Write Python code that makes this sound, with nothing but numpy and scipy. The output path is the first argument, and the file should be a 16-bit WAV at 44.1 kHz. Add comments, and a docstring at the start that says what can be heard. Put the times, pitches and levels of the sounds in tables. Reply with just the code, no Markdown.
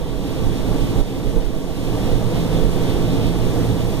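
"""Inside a car on a snowy country road. Air hisses from the right, the engine hums underneath and
the wheels throb. The body shakes on its springs, while the tyres roar and set the cabin booming.
Bumps in the road slap the tyres and thump through the body. Loud thumps make the camera's
automatic volume control turn everything down, and the noise then swells back."""
import sys
import numpy as np
from scipy.fft import rfft, irfft, next_fast_len
from scipy.io import wavfile
from scipy.ndimage import uniform_filter1d, minimum_filter1d, map_coordinates

SR = 44100
rng = np.random.default_rng(int(sys.argv[2]) if len(sys.argv) > 2 else 0)


def unload_wav(signal):
    """Save mono or channel-first audio to the path in sys.argv[1] as 16-bit WAV at rate SR, clipped to [-1, 1]."""
    wavfile.write(
        sys.argv[1],
        SR,
        np.round(np.clip(np.atleast_2d(signal).T, -1, 1) * 32767).astype(np.int16),
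    )


N = 176400
T = np.arange(N) / SR
FFT_SIZE = next_fast_len(N + 8192)
FREQS = np.fft.rfftfreq(FFT_SIZE, 1 / SR)

# Two microphones listen. "Balance" is left level minus right; "lead" is how far left's wave is ahead.
# Which side the noise is louder on: f/Hz, balance/dB
NOISE_BALANCE = [(35, -18), (75, -9.5), (115, -14), (190, 3), (250, -8.5), (360, 0), (460, 0), (750, 1.5),
                 (1200, 0.1), (3300, -2.5), (8000, -1.4), (14000, 0)]
# How alike the two sides are, for road noise and for air: f/Hz, likeness (0 to 1)
ROAD_LIKENESS = [(40, 0.69), (75, 0.36), (120, 1), (215, 0.92), (280, 0.77), (360, 0.66), (480, 1),
                 (800, 0.9), (1200, 0.97), (2000, 0.36)]
AIR_LIKENESS = [(1800, 0.93), (3500, 0.75), (5200, 0.58), (7500, 0.14), (11000, 0.76), (15000, 0.41)]
# How far the road noise is out of step between the sides: f/Hz, lead/rad
ROAD_PHASE_LEAD = [(40, 2.2), (100, 1.7), (180, 0.76), (240, 2.07), (340, 0.22), (580, 1.01), (900, 0.48),
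                   (1400, 0.07)]
# Tone colour of the air, the shaking body and the tyres: f/Hz, base level/dB (in a 1 Hz band)
AIR_SPECTRUM = [(900, -100), (1600, -85.5), (2300, -72.5), (3000, -73), (3550, -71), (4200, -76.5),
                (5200, -78), (6300, -81), (8000, -82.5), (10500, -82.5), (12500, -87.5), (14000, -82.5),
                (15300, -129)]
SHAKE_SPECTRUM = [(8, -40), (17, -62), (24, -47.5), (38, -44.5), (49, -42), (57, -55), (90, -95)]
ROAR_SPECTRUM = [(45, -100), (60, -63), (73, -44.5), (97, -52), (125, -48.5), (143, -50.5), (200, -48),
                 (250, -50), (312, -51.5), (340, -48.5), (378, -56.5), (420, -50.5), (505, -52),
                 (570, -60.5), (720, -61), (950, -64.5), (1030, -69), (1200, -71), (1350, -73), (2000, -77),
                 (3000, -94.5), (6000, -115)]
# How the tyre roar and the air hiss rise and fall: t/s, roar gain/dB, hiss gain/dB
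RUSH_SWELLS = [(0, .3, 0), (.45, 0, -0.1), (.88, -0.4, -.5), (1.15, 0.8, 1.5), (1.75, -1.6, -1.3),
               (2.07, 0.6, 0.9), (2.35, 0.5, 0), (2.62, 1.2, 0.7), (2.8, 1.9, 1.5), (3.25, -0.5, -0.6),
               (3.6, 2.1, 1.6), (3.75, -1, -0.5), (4, 0.5, 0.5)]
# How fast the engine shaft turns: t/s, f/Hz
SHAFT_SPEED = [(0, 53), (2.1, 55), (4, 56.3)]
# The engine's two notes: multiple of the shaft speed, balance/dB, lead/rad
ENGINE_NOTES = [(2, -1, .67), (3, 1.5, .8)]
# How loud those notes are: t/s, lower note level/dB, upper note level/dB
ENGINE_LEVELS = [(0, -36.5, -45), (.85, -30.5, -52), (1.1, -32.5, -42), (1.75, -38.5, -38), (2.1, -27, -42),
                 (2.4, -36.5, -25.5), (2.95, -27.5, -34.5), (3.65, -28.5, -32.5), (4, -34.5, -41)]
# The throb of the wheels: f/Hz, drift/Hz, level/dB, balance/dB, lead/rad
WHEEL_THROB = (39, 2.5, -36, -11.5, 0.5)
# Pitches at which the cabin rings: f/Hz, width/Hz, base level/dB, balance/dB
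CABIN_RESONANCES = [(114.6, 13.5, -31.5, -8), (168.2, 20.5, -31.5, -3), (279.2, 21, -30, 1),
                    (635, 50, -40.5, 0.5), (1136, 50, -48, -3)]
# How the lowest three swell as the road surface changes: t/s, then gain/dB for each, lowest first
CABIN_SWELLS = [(0, -2.5, -5, -0.5), (.6, -1, 0, 2), (1.6, -7, -2.5, 0), (2.1, 4, -2.5, -1.5),
                (2.6, 0.5, -4.5, -4), (3.0, -1, -1, 0.5), (4, 1.5, -9, -4)]
# Bumps in the road: t/s, thump level/dB (peak on the right), f/Hz, slap level/dB (over the base roar)
ROAD_BUMPS = [(0.478, -7.5, 33.2, -21), (1.016, -4.5, 33, -5), (1.273, -9.5, 36.2, 4.5),
              (1.381, -2, 33, 4.5), (1.463, -13, 35.2, -6), (2.138, -6.5, 30, -3), (2.666, -7.5, 35.8, -7),
              (3.27, -13.5, 29, -2)]


def amp(db):
    """Turn decibels into a factor to multiply by."""
    return 10 ** (np.asarray(db) / 20)


def over_pitch(points):
    """Join a table's points on a log frequency axis, giving a value for every frequency."""
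    hz, values = np.transpose(points)
    return np.interp(np.log(FREQS + 1), np.log(hz + 1), values)


def over_time(rows, column):
    """Join the points of one table column, giving a value for every sample."""
    table = np.transpose(rows)
    return np.interp(T, table[0], table[column])


def wobble(rate):
    """A smooth random curve through `rate` new values a second."""
    return map_coordinates(rng.standard_normal(int(N * rate / SR) + 4), [T * rate], mode="nearest")


def sides(balance_db):
    """Split a level difference into a left and a right gain."""
    return amp(np.array([[.5], [-.5]]) * balance_db)


def tone(phase, level_db, balance_db, lead):
    """A pure tone at both microphones."""
    return np.sqrt(2) * amp(level_db) * np.sin([phase + lead, phase]) * sides(balance_db)


def noise(spectrum, likeness, lead, balance_db):
    """Noise with a given tone colour, partly shared by the two microphones."""
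    right, unshared = rfft(rng.standard_normal((2, FFT_SIZE))) * np.sqrt(SR / 2)
    shared = np.clip(over_pitch(likeness), 0, 1)
    left = (shared * right + np.sqrt(1 - shared ** 2) * unshared) * np.exp(1j * lead)
    return irfft(np.array([left, right]) * spectrum * sides(balance_db), FFT_SIZE)[:, :N]


def road_noise(spectrum, balance_db=over_pitch(NOISE_BALANCE)):
    """Noise from the road, as it reaches the two microphones."""
    return noise(spectrum, ROAD_LIKENESS, over_pitch(ROAD_PHASE_LEAD), balance_db)


def air(flutter_db=0.6, gust_db=1.05, split_hz=4800, left_delay_ms=0.383, left_turn_rad=2.7):
    """Rushing air hisses from the right; the left channel is delayed and phase-turned, so it sounds wide."""
    lead = left_turn_rad - 2 * np.pi * FREQS * left_delay_ms / 1000
    swell_db = over_time(RUSH_SWELLS, column=2) + flutter_db * wobble(rate=22)
    spectrum = amp(over_pitch(AIR_SPECTRUM))
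    low_share = 1 / (1 + (FREQS / split_hz) ** 10)
    low, high = (noise(spectrum * np.sqrt(share), AIR_LIKENESS, lead, over_pitch(NOISE_BALANCE))
                 for share in (low_share, 1 - low_share))
    gusts = amp(gust_db * wobble(rate=11))
    return (low * gusts + high) * amp(swell_db)


def engine(drift_hz=0.707, waver_db=1.55):
    """Two notes follow the turning shaft, rising slightly as the car gathers a little speed."""
    shaft_hz = over_time(SHAFT_SPEED, column=1) + drift_hz * wobble(rate=6)
    phase = 2 * np.pi * np.cumsum(shaft_hz) / SR
    hum = np.zeros((2, N))
    for column, (multiple, balance_db, lead) in enumerate(ENGINE_NOTES, start=1):
        level_db = over_time(ENGINE_LEVELS, column) + waver_db * wobble(rate=6)
        hum += tone(multiple * phase, level_db, balance_db, lead)
    return hum


def wheels(waver_db=1.0):
    """The wheels throb, a little unsteady in pitch and strength."""
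    hz, drift_hz, level_db, balance_db, lead = WHEEL_THROB
    phase = 2 * np.pi * np.cumsum(hz + drift_hz * wobble(rate=5)) / SR
    return tone(phase, level_db + waver_db * wobble(rate=5), balance_db, lead)


def body_shake():
    """The car body trembles on its springs with a deep rumble."""
    return road_noise(amp(over_pitch(SHAKE_SPECTRUM)))


def cabin():
    """The road makes the cabin ring at a few pitches; the lowest three swell into a drone."""
    boom = np.zeros((2, N))
    for column, (hz, width_hz, level_db, balance_db) in enumerate(CABIN_RESONANCES, start=1):
        peak = 1 / (1 + ((FREQS - hz) / width_hz) ** 2) ** 2
        peak /= np.sqrt(np.sum(peak ** 2) * FREQS[1])  # same power whatever the width
        swell_db = over_time(CABIN_SWELLS, column) if column <= 3 else 0
        boom += road_noise(peak, balance_db) * amp(level_db + swell_db)
    return boom


def tyres(flutter_db=0.52, slap_width_s=0.023, slap_early_s=0.0089, slap_top_hz=640):
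    """The rolling tyres roar, and give a dull slap on each bump just ahead of its thump."""
    spectrum = amp(over_pitch(ROAR_SPECTRUM))
    roar = road_noise(spectrum)
    dull_noise = road_noise(spectrum / (1 + (FREQS / slap_top_hz) ** 4))
    slaps = sum(amp(slap_db) * np.exp(-((T - time_s + slap_early_s) / slap_width_s) ** 2 / 2)
                for time_s, _, _, slap_db in ROAD_BUMPS)
    swell_db = over_time(RUSH_SWELLS, column=1) + flutter_db * wobble(rate=17)
    return roar * amp(swell_db) + dull_noise * slaps


def bumps(rise_s=0.017, fall_s=0.025, left_db=-14, lead_rad=1.9):
    """Each bump pumps the cabin air for a cycle or two: a thump that comes faster than it goes."""
    lead = np.array([[lead_rad], [0]])
    thumps = np.zeros((2, N))
    for time_s, peak_db, hz, _ in ROAD_BUMPS:
        t = T - time_s
        envelope = np.exp(-(t / np.where(t < 0, rise_s, fall_s)) ** 2 / 2)
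        thumps -= amp(peak_db) * envelope * np.cos(2 * np.pi * hz * t + lead)
    return thumps * amp([[left_db], [0]])


def scene():
    """Everything heard in the cabin, added together."""
    return body_shake() + bumps() + tyres() + cabin() + wheels() + engine() + air()


def volume_control(sound, ceiling_db=-7, hold_s=0.12, recover_db_per_s=12, smooth_s=0.02):
    """Peaks over the ceiling turn the volume down quickly; it waits, then climbs steadily back."""
    loudness = uniform_filter1d(np.abs(sound).max(axis=0), size=220)  # averaged over 5 ms
    needed_db = np.minimum(0, ceiling_db - 20 * np.log10(np.abs(loudness) + 1e-9))
    needed_db[0] = -5  # the volume starts out turned down
    half_hold = int(hold_s * SR / 2)
    held_db = minimum_filter1d(needed_db, 2 * half_hold + 1, origin=half_hold, mode="nearest")
    climb_db = recover_db_per_s * T
    gain_db = np.minimum.accumulate(held_db - climb_db) + climb_db
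    return sound * amp(uniform_filter1d(gain_db, int(smooth_s * SR) + 1))


def record(dry, top_hz=15300):
    """The camera adjusts its own volume and cuts off the highest treble."""
    return irfft(rfft(volume_control(dry), FFT_SIZE) * (FREQS < top_hz), FFT_SIZE)[:, :N]


dry = scene()
out = record(dry)
unload_wav(out)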